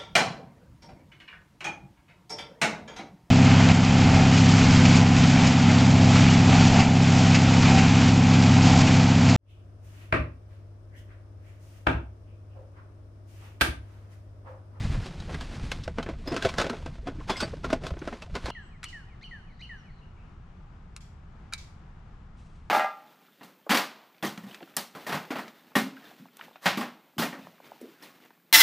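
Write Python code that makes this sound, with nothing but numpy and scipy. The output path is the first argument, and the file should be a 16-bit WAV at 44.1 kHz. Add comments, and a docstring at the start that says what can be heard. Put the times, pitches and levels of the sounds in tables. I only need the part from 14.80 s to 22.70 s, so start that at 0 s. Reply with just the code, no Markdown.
"""Angler on a fishing boat

Stern, mono: steps and gear knock on a carpeted deck, the hull booms, tackle clinks, a rain suit
rustles, ripples lap, wind rumbles on the microphone. At 3.7 s the listening point jumps to the
quieter bow, stereo: a songbird whistles four times, the reel clicks, shore trees echo both."""
import sys
import numpy as np
from scipy import signal
from scipy.fft import rfft, irfft, next_fast_len
from scipy.io import wavfile
from scipy.ndimage import uniform_filter1d

SR = 44100
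rng = np.random.default_rng(int(sys.argv[2]) if len(sys.argv) > 2 else 0)


def file_out(sig):
    """Save sig as 16-bit WAV at sys.argv[1]."""
    # one column per channel
    cols = np.atleast_2d(sig).T
    # limit, then scale
    lim = np.clip(cols, -1, 1)
    pcm = np.round(lim * 32767).astype(np.int16)
    wavfile.write(sys.argv[1], SR, pcm)


N = 348345
T = np.arange(N) / SR
JUMP_S = 3.708  # stern to bow
LEAD_S = .05  # carpet brush ahead of a blow

# heel strikes: t/s, contact/s, level/dB, panel note/Hz, ring/dB, tick/dB
HEEL_STRIKES = [(.142, 0.019, -47, 430, -7, -23), (.256, 0.021, -47.5, 490, -2, -2),
                (.49, 0.025, -48, 509, -2.5, -24), (1.078, 0.0039, -36, 493, -3, -14),
                (1.183, 0.0098, -32, 243, 1.5, -17.5), (1.261, 0.0088, -42, 516, -15, -19),
                (1.287, 0.016, -41.5, 321, 4, -13), (1.472, 0.02, -42, 283, 5.5, -7.5),
                (1.517, 0.023, -38, 264.4, 8, -11), (1.543, 0.0054, -44.5, 452, 10, -1),
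                (1.648, 0.013, -27.5, 390, -0.5, -8.5), (1.841, 0.012, -36.5, 529, -0.5, -12),
                (1.864, 0.01, -39.5, 544, -4, -7), (1.927, 0.025, -43.5, 444, 1, -15),
                (2.06, 0.0088, -41.5, 326, -5, -10), (2.269, 0.015, -39, 710, -0.5, -12.5),
                (2.384, 0.031, -58.5, 306, 12, -19), (2.622, 0.017, -34.5, 316, 1.5, -16),
                (2.928, 0.0074, -28.5, 658, 4.5, -10.5), (3.033, 0.029, -44, 388, -4, -8),
                (3.105, 0.0058, -42, 1080, -19, -14), (3.138, 0.005, -51.5, 563, 2, -20),
                (3.168, 0.0059, -49, 323, 2, -28), (3.217, 0.0078, -44, 318, 4.5, -31),
                (3.273, 0.012, -37, 554, -7, -14), (3.324, 0.012, -42, 422, 0.5, -18),
                (3.679, 0.012, -42, 900, -4, -22)]
# rod and gear on deck: t/s, contact/s, level/dB, hardness/dB, part note/Hz, ring/dB
GEAR_KNOCKS = [(.401, 0.0049, -51, 6, 3900, -2), (.543, 0.01, -41.5, -2.5, 2040, -2.5),
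               (.608, 0.0087, -43, 2.5, 1680, -8), (.916, 0.0064, -32.5, 3, 2170, -6.5),
               (1.036, 0.01, -58, 14.5, 5470, 1), (1.227, 0.0078, -42, 1, 3080, -12),
               (1.563, 0.014, -32, -2, 1415, -12), (1.622, 0.013, -34.5, 2, 1600, -3),
               (1.688, 0.011, -40, 3.5, 2280, -3), (1.739, 0.0062, -40.5, -2.5, 1320, -9),
               (1.782, 0.0087, -25.5, -1.5, 1035, -13), (1.796, 0.017, -28.5, -2, 1530, -10),
               (1.814, 0.0085, -30, -1, 1290, -10), (1.897, 0.0066, -32.5, -3, 1400, -9),
               (2.494, 0.021, -30, -2, 864, -2.5), (2.566, 0.017, -43.5, 4.5, 2620, -19),
               (2.602, 0.014, -35.5, 6.5, 1463, -2), (2.842, 0.013, -35, -6, 1397, -3.5),
               (2.899, 0.022, -37.5, -5, 1480, -9), (3.065, 0.01, -39.5, 1.5, 1530, -9),
               (3.191, 0.0037, -64, 13.5, 6300, 4), (3.42, 0.01, -44.5, 0, 2636, -6),
               (3.551, 0.013, -34, -2.5, 395, -3.5), (3.656, 0.014, -37, 0, 1490, -16),
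               (3.702, 0.0029, -39.5, -1.5, 973, 2.5)]
# deck and hatch resonances: f/Hz, width/Hz, level/dB
DECK_MODES = [(249, 98, 6.5), (332, 100, -2), (389, 30, 1), (510, 104, 2), (658, 47, 5), (851, 92, -0.5),
              (1037, 117, 4.5), (1280, 140, 1.5), (1478, 88, 1), (1950, 93, -10), (3340, 90, -6.5),
              (3870, 45, -12)]
# dense small deck modes: f/Hz, level/dB
DECK_SPECTRUM = [(100, -8), (200, 0.5), (600, 0), (1500, -16), (2500, -5.5), (4500, -8), (7000, -16.5),
                 (9000, -20.5), (11500, -29.5), (15500, -37)]
# hull flexing under body weight: t/s, f/Hz, level/dB
HULL_THUMPS = [(.1, 97, -21.5), (0.175, 109, -18.5), (.545, 157.5, -24.5), (0.826, 62, -22),
               (1.185, 171, -26), (1.328, 66, -25), (1.518, 181, -26.5), (1.648, 100, -24.5),
               (1.792, 100, -31.5), (1.901, 232, -24), (2.189, 51, -26), (2.271, 276, -26.5),
               (2.497, 197, -28), (2.929, 253, -22.5), (3.117, 70, -20), (3.53, 58, -22.5),
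               (3.643, 57.3, -23)]
# metal tackle: t/s, f/Hz, level/dB, t60/s
TACKLE_CLINKS = [(1.473, 5060, -31, 0.086), (1.474, 11900, -51, .05), (1.507, 5100, -36, 0.056),
                 (2.499, 5030, -33.5, 0.11), (2.513, 3410, -34, 0.16), (2.558, 2115, -30.5, 0.075),
                 (2.566, 5060, -35, 0.23), (2.566, 7930, -48, 0.29), (2.606, 4590, -37, 0.14),
                 (2.629, 4590, -26.5, 0.078), (2.606, 8440, -39.5, 0.13)]
# briskness of suit and feet: t/s, level/dB
RUSTLE_LEVEL = [(0.0, -40), (.2, -43.5), (0.33, -48.5), (0.8, -45), (1.29, -59), (1.53, -52), (1.67, -41.5),
                (1.74, -48), (2.08, -52.5), (2.27, -62), (2.66, -48), (3.0, -64.5), (3.33, -49),
                (3.48, -61.5), (3.7, -43)]
# suit crackle: f/Hz, level/dB
RUSTLE_SPECTRUM = [(100, 0.5), (250, 10), (500, -2), (900, -3), (2500, -5.5), (4500, -10), (7000, -17.5),
                   (9500, -24), (12500, -37), (15500, -70)]
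# cloth strokes: t/s, length/s, level/dB
SWISH_STROKES = [(.87, .06, -38), (1.305, .025, -56), (1.99, .045, -51), (2.915, .055, -45),
                 (3.25, .09, -54), (3.385, .055, -57), (3.585, .07, -53)]
# cloth on cloth: f/Hz, level/dB
SWISH_SPECTRUM = [(500, -14), (1500, 0), (4000, 0), (6500, -2), (9500, -11), (15500, -30)]
# songbird phrases: whistle onset t/s, level/dB
PHRASES = [(3.749, -43.5), (4.127, -43), (4.51, -44), (4.892, -43)]
# opening upsweep: t/s from whistle onset, f/Hz, level/dB, overtones/dB
UPSWEEP_NOTE = [(-.099, 1760, -17, 0), (-.09, 2030, -16, -7), (-.079, 2190, -7, -2), (-.072, 2680, -6, -21)]
# buzzy chip: t/s from whistle onset, f/Hz, level/dB, overtones/dB
CHIP_NOTE = [(-.071, 3094, -1, -24), (-.054, 2870, -6, -12), (-.025, 2877, -11.5, -21)]
# falling whistle: t/s from its onset, f/Hz, level/dB, overtones/dB
WHISTLE_NOTE = [(-.002, 2330, -5, -45), (.004, 1975, -2.5, -53), (.03, 1815, -0.5, -34),
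                (.06, 1670, -8, -36), (.115, 1417, -26, -40)]
# soft closing slur: t/s from whistle onset, f/Hz, level/dB, overtones/dB
SLUR_NOTE = [(.16, 2615, -27, -42), (.195, 2220, -20.5, -38), (.225, 1920, -24, -43)]
# reel catch: t/s, contact/s, level/dB, frame ring/dB, treble/dB
REEL_SNAPS = [(4.029, 0.0036, -39.5, -19, -16), (4.038, 0.0017, -39, -12, -9),
              (4.0418, 0.00027, -25.5, -18, -3), (6.1626, 0.00083, -34.5, -43, 0.5),
              (6.723, 0.0056, -39.5, -9.5, -29), (6.7338, 0.0025, -33.5, -4, 0.5)]
# reel frame resonances: f/Hz, width/Hz, level/dB
REEL_MODES = [(1090, 130, -4), (2285, 68, 15), (3900, 220, 6), (4400, 300, -1), (6600, 350, -13),
              (9000, 400, -19)]
# snap of the catch: f/Hz, level/dB
SNAP_SPECTRUM = [(500, -31), (1300, 6), (4800, -1), (9000, -0.5), (12000, -15), (15500, -33)]
# line winding on: t/s, level/dB
WINDING_LEVEL = [(7.54, -100), (7.58, -68.5), (7.9, -80)]
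# wind strength at the stern: t/s, level/dB
STERN_WIND_LEVEL = [(0, -29.5), (.16, -27), (.24, -34.5), (.64, -33), (.84, -32), (.89, -39.5),
                    (1.2, -38.5), (1.85, -45.5), (2.55, -38), (3.7, -40)]
# wind rumble: f/Hz, level/dB
WIND_SPECTRUM = [(12, -13), (29, 4.5), (50, -3.5), (78, -0.5), (100, -5), (170, -7), (240, -17),
                 (330, -35.5), (600, -59.5), (4000, -100)]
# distant calls, and chip echoes at 4.68 and 5.073 s: t/s, length/s, start f/Hz, end f/Hz, level/dB
FAR_CALLS_AND_ECHOES = [(3.812, 0.086, 7850, 7700, -72), (4.68, 0.12, 4100, 4420, -71),
                        (4.969, 0.055, 5920, 5170, -69), (5.073, 0.16, 4330, 4010, -71.5),
                        (5.208, 0.044, 2825, 2660, -62), (5.349, .11, 2400, 2850, -65)]
# open air over the lake: f/Hz, level/dB
AIR_SPECTRUM = [(150, -9.5), (250, -12), (330, -8), (580, -15.5), (780, -10.5), (900, -12.5), (1300, -12.5),
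                (1900, -20.5), (3000, -26.5), (4000, -32.5), (7000, -39.5), (10000, -51.5), (15500, -73)]


def steps(thud_db=3.5):
    """Soft heels sound the hollow note of the panel underfoot."""
    out = np.zeros(N)
    for s, length_s, db, hz, ring_db, tick_db in HEEL_STRIKES:
        step = blow(length_s, thud_db, tick_db, hz, ring_db, t60_s=0.059, top_hz=11400)
        add(out, s - LEAD_S - .002, undb(db) * step)
    return out


def gear(thud_db=-4, tick_db=-5, bounce_s=0.036, bounce_db=-26):
    """Parts land, ring and bounce once; harder ones tick more and thud less."""
    out = np.zeros(N)
    for s, length_s, db, hard_db, hz, ring_db in GEAR_KNOCKS:
        bounce = bounce_s * rng.uniform(0.77, 1.15), db + bounce_db
        for lag_s, touch_db in (0, db), bounce:
            knock = blow(length_s, thud_db - hard_db, tick_db + hard_db, hz, ring_db,
                         t60_s=0.05, top_hz=14400)
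            add(out, s + lag_s - LEAD_S - .002, undb(touch_db) * knock)
    return out


def blow(length_s, thud_db, tick_db, hz, ring_db, t60_s, top_hz, grit_db=1):
    """One deck impact; thud, tick and the struck part's note are set relative to its clack."""
    softness = length_s / 0.013
    rise_s = 0.0044 * np.sqrt(softness)
    push = contact(length_s, rise_s, grit_db, fall=1.86)
    t = T[:len(push)]
    hollow = decay(t, 2.2 * rise_s, t60_s) * np.sin(2 * np.pi * hz * t + 0.53 * walk(220, len(t)))
    # slow blows brush the carpet first
    ahead_s = np.arange(int(LEAD_S * SR), 0, -1) / SR
    brush = softness * np.maximum(1 - ahead_s / length_s, 0) * rng.standard_normal(len(ahead_s))
    push = np.concatenate([undb(-16) * brush, push])
    carpeted = band(ring(push, struck_spot()), 7000, "low")
    deck = carpeted + band(colour(push, DECK_SPECTRUM), top_hz, "low")
    thud, clack, tick = band(deck, 800, "low"), band(deck, [800, 2500], "band"), band(deck, 2500, "high")
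    parts = (thud, thud_db), (clack, 0), (tick, tick_db), (np.pad(hollow, (len(ahead_s), 0)), ring_db)
    return sum(undb(db) * unit_over(part, 1.645 * length_s + 0.0045) for part, db in parts)


def contact(length_s, rise_s, grit_db, fall):
    """A crowd of tiny impacts: fast build-up, power-law decay."""
    t = T[:SR // 4]
    swell = np.minimum(t / rise_s, 1) ** 2 / (1 + (t / length_s) ** fall) * (1 - t / t[-1])
    return swell * rng.standard_normal(len(t)) * undb(grit_db * walk(900, len(t)))


def struck_spot():
    """Each spot reweights and slightly detunes the deck modes."""
    chance = rng.standard_normal((len(DECK_MODES), 2))
    return [(hz * (1 + .02 * shift), width_hz, db + 3.5 * favour)
            for (hz, width_hz, db), (shift, favour) in zip(DECK_MODES, chance)]


def hull(rise_s=0.004, t60_s=0.11):
    """The hull gives under a step and swings a few times."""
    out, t = np.zeros(N), T[:SR // 4]
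    for s, hz, db in HULL_THUMPS:
        add(out, s, undb(db) * decay(t, rise_s, t60_s) * np.sin(2 * np.pi * hz * t))
    return out


def tackle(rise_s=0.0037, rattle_db=1.0, waver_rad=0.26):
    """Small metal parts ring with clear, trembling notes."""
    out, t = np.zeros(N), T[:SR // 4]
    for s, hz, db, t60_s in TACKLE_CLINKS:
        rattle = undb(rattle_db * walk(290, len(t)))
        tone = np.sin(2 * np.pi * hz * t + waver_rad * walk(300, len(t)))
        add(out, s, undb(db) * decay(t, rise_s, t60_s) * rattle * tone)
    return out


def fidgets(count=48, db=-53, spread_db=2, follow=0.38):
    """Soles and loose things tap lightly, louder during brisk movement."""
    out = np.zeros(N)
    times_s, brisk_db = np.transpose(RUSTLE_LEVEL)
    for k, (when, size, hard) in enumerate(rng.uniform(-0.92, 1, (count, 3))):
        s = (k + .5 + when / 2) * JUMP_S / count
        tap = blow(length_s=0.0046, thud_db=1 - 4 * hard, tick_db=-11 + 4 * hard, hz=550 * 2 ** hard,
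                   ring_db=-7, t60_s=0.05, top_hz=8000, grit_db=2.5)
        motion_db = follow * (np.interp(s, times_s, brisk_db) - brisk_db.mean())
        add(out, s - LEAD_S, undb(db + spread_db * size + motion_db) * tap)
    return out


def rustle(scuff_db=-7):
    """Stiff cloth crackles; soles scuff the carpet and stir the deck modes at random."""
    crackle = rng.standard_normal(N) * undb(1.1 * walk(1500) + 1.0 * walk(34.75))
    cloth = colour(crackle, RUSTLE_SPECTRUM)
    stirred = sum(ring(rng.standard_normal(N) * undb(7.0 * walk(40)), [mode]) for mode in DECK_MODES)
    scuff = band(stirred, 1560, "low")
    return curve(RUSTLE_LEVEL) * (unit(cloth) + undb(scuff_db) * unit(scuff))


def songbird():
    """Four phrases of upsweep, chip, whistle and slur."""
    out = np.zeros(N)
    notes = (UPSWEEP_NOTE, 0.021), (CHIP_NOTE, 0.02), (WHISTLE_NOTE, 0.007), (SLUR_NOTE, 0.01)
    for s, db in PHRASES:
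        for rows, waver in notes:
            add(out, s + rows[0][0], undb(db) * bird_note(rows, waver))
    return out


def bird_note(rows, waver, rasp_rad=0.37):
    """A gliding tone with three raspy overtones."""
    s, *columns = np.transpose(rows)
    t = np.arange(s[0], s[-1], 1 / SR)
    hz, db, overtone_db = (np.interp(t, s, c) for c in columns)
    phase = 2 * np.pi * np.cumsum(hz * (1 + waver * walk(322, len(t)))) / SR
    overtones = sum(undb(k_db) * np.sin(k * phase + rasp_rad * (k - 1) * walk(1200, len(t)))
                    for k, k_db in ((2, 0), (3, -3), (4, -11)))
    return (np.sin(phase) + undb(overtone_db) * overtones) * undb(db) * signal.windows.tukey(len(t), .1)


def reel(frame_db=0):
    """The catch snaps; the frame rings briefly."""
    out = np.zeros(N)
    for s, length_s, db, ring_db, treble_db in REEL_SNAPS:
        push = contact(length_s, rise_s=0.0025, grit_db=-1.0, fall=1.96)
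        snap = colour(colour(push, SNAP_SPECTRUM), [(1500, 0), (6000, treble_db)])
        frame = undb(ring_db + frame_db) * unit_over(ring(push, REEL_MODES), 8.3 * length_s)
        add(out, s, undb(db) * (unit_over(snap, 1.4 * length_s) + frame))
    return out


def shore_echo(directions=3):
    """The reel sends a different snap each way; the tree line returns them all."""
    spectrum = [(1000, -31), (2300, -13.5), (3800, -10.5), (6200, -9.0), (9500, -20.5), (14000, -11)]
    return sum(echo(reel(frame_db=-11), delay_s=0.04, t60_s=0.43, spectrum=spectrum)
               for _ in range(directions))


def winding():
    """Line hisses faintly through the guides."""
    friction = rng.standard_normal(N) * undb(1.1 * walk(66))
    hiss = colour(friction, [(1000, -22), (2500, 6.5), (6000, -1), (9000, -5.5), (13000, -32)])
    return curve(WINDING_LEVEL) * unit(hiss)


def wind(gust_db=2, gusts_per_s=6.98, bow_db=-47, side_db=-21, left_db=0.4, split_hz=90):
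    """Eddies buffet the microphone: gusty at the stern; even at the bow, where its two ports differ."""
    eddies, side = (colour(rng.standard_normal(N), WIND_SPECTRUM) for _ in range(2))
    parts = band(eddies, split_hz, "low"), band(eddies, split_hz, "high")
    steady = unit(sum(p * p.std() / np.sqrt(uniform_filter1d(p ** 2, SR // 6)) for p in parts))
    ports = np.array([[1], [-1]])
    stern = undb(gust_db * walk(gusts_per_s)) * curve(STERN_WIND_LEVEL) * unit(eddies)
    bow = undb(bow_db + ports * left_db / 2) * (steady + undb(side_db) * unit(side) * ports)
    return np.where(T < JUMP_S, stern, bow)


def lapping(count=44, db=-44, spread_db=6, low_hz=270, high_hz=1100, cycles=20):
    """Ripples cluck against the hull: short, slightly rising notes."""
    out, t = np.zeros(N), T[:SR // 8]
    for when, pitch, size in rng.random((count, 3)):
        hz = low_hz * (high_hz / low_hz) ** pitch
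        age = t * hz / cycles
        envelope = np.minimum(age / 0.14, 1) * np.exp(-np.log(100) * age)
        cluck = envelope * np.sin(2 * np.pi * hz * t * (1 + 0.039 * age))
        add(out, when * JUMP_S, undb(db + spread_db * size - 6 * pitch) * cluck)
    return out


def far_calls_and_echoes(blur_hz=130):
    """Faint distant bird calls, and the songbird's chip echoing back from the wood; blurred glides."""
    out = np.zeros(N)
    for s, length_s, start_hz, end_hz, db in FAR_CALLS_AND_ECHOES:
        glide = bird_note([(0, start_hz, db, -40), (length_s, end_hz, db, -40)], blur_hz / start_hz)
        add(out, s, glide * signal.windows.tukey(len(glide), .5))
    return out


def air(db=-61, left_db=4.5, side_db=-3):
    """Wash of leaves and ripples, stronger from the shore on the left."""
    mid, side = (unit(colour(rng.standard_normal(N), AIR_SPECTRUM)) for _ in range(2))
    ports = np.array([[1], [-1]])
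    wash = mid + undb(side_db) * band(side, 580, "high") * ports
    return undb(db + .5 * walk(11)) * wash * undb(ports * left_db / 2)


def echo(x, delay_s, t60_s, spectrum):
    """Diffuse reflection, scattered differently left and right."""
    t = T[:SR]
    onset = np.clip((t - delay_s) / 0.0033, 0, 1)
    scatter = rng.standard_normal((2, SR)) * onset * np.exp(-np.log(1000) * t / t60_s)
    responses = (colour(ear / np.linalg.norm(ear), spectrum) for ear in scatter)
    return np.array([signal.fftconvolve(x, response)[:N] for response in responses])


def undb(db):
    """dB to gain."""
    return 10 ** (np.asarray(db) / 20)


def unit(x):
    """Scale to rms 1."""
    return x / np.sqrt(np.mean(x ** 2))


def unit_over(x, length_s):
    """Scale to the energy of rms 1 held for length_s."""
    return x / np.sqrt(np.sum(x ** 2) / (length_s * SR))


def curve(rows):
    """Gain over time from (t/s, level/dB) rows."""
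    return undb(np.interp(T, *np.transpose(rows)))


def decay(t, rise_s, t60_s):
    """Linear rise, exponential fall."""
    return np.minimum(t / rise_s, 1) * np.exp(-np.log(1000) * t / t60_s)


def walk(rate_hz, size=N):
    """Smooth random drift."""
    k = max(int(SR / rate_hz), 1)
    return 1.84 * uniform_filter1d(np.repeat(rng.standard_normal(size // k + 1), k), k)[:size]


def add(track, s, sound):
    """Mix in at s seconds."""
    i = max(int(s * SR), 0)
    track[i:i + len(sound)] += sound[:N - i]


def colour(x, spectrum):
    """Minimum-phase filter through (f/Hz, level/dB) points."""
    hz, db = np.transpose(spectrum)
    n = next_fast_len(len(x), True)
    f = np.fft.rfftfreq(2 * n, 1 / SR)
    cepstrum = irfft(np.log(undb(np.interp(np.log(f + 1), np.log(hz), db))))
    cepstrum[1:n] *= 2
    cepstrum[n:] = 0
    return irfft(rfft(x, 2 * n) * np.exp(rfft(cepstrum)))[:len(x)]


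def ring(x, modes):
    """Drive (f/Hz, width/Hz, level/dB) resonances."""
    return sum(undb(db) * signal.lfilter(*signal.iirpeak(hz, hz / width_hz, fs=SR), x)
               for hz, width_hz, db in modes)


def band(x, hz, kind):
    """Third-order Butterworth."""
    return signal.sosfilt(signal.butter(3, hz, kind, fs=SR, output="sos"), x)


def delay(x, lag_s):
    """Sub-sample delay."""
    n = 2 * next_fast_len(N, True)
    return irfft(rfft(x, n) * np.exp(-2j * np.pi * np.fft.rfftfreq(n, 1 / SR) * lag_s))[:N]


def scene():
    """Mono stern, then stereo bow; wind throughout."""
    stern = steps() + gear() + fidgets() + hull() + tackle() + rustle() + lapping()
    clicks, song, far = reel(), songbird(), far_calls_and_echoes()
    # leaves take treble from the direct path and scatter it
    direct = colour(song, [(2000, 3.5), (3000, 2.5), (4500, 2.5), (7500, -12.5)]) + undb(-2.5) * far
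    foliage = echo(song, delay_s=0.0016, t60_s=0.36,
                   spectrum=[(1900, -7.5), (2900, -2.5), (4400, 7.5), (6500, -17)])
    wood = echo(song, delay_s=0.056, t60_s=0.86,
                spectrum=[(1900, -12), (2900, -4), (4300, -1.0), (6000, -10.5)])
    deep_wood = echo(far, delay_s=0.0025, t60_s=0.5, spectrum=[(2000, -0.5), (8000, -4.5)])
    near_deck = echo(clicks, delay_s=0.0051, t60_s=0.064, spectrum=[(1000, -6.5), (10000, -17.5)])
    snaps = np.array([delay(clicks, lag_s=2e-5), clicks])  # right port first
    bow = snaps + shore_echo() + near_deck + direct + foliage + wood + deep_wood + winding() + air()
    return np.where(T < JUMP_S, stern, bow) + wind()


def record(dry):
    """Steep low-pass at 15.8 kHz."""
    return signal.sosfilt(signal.ellip(8, .2, 70, 15800, fs=SR, output="sos"), dry)


dry = scene()
out = record(dry)
file_out(out)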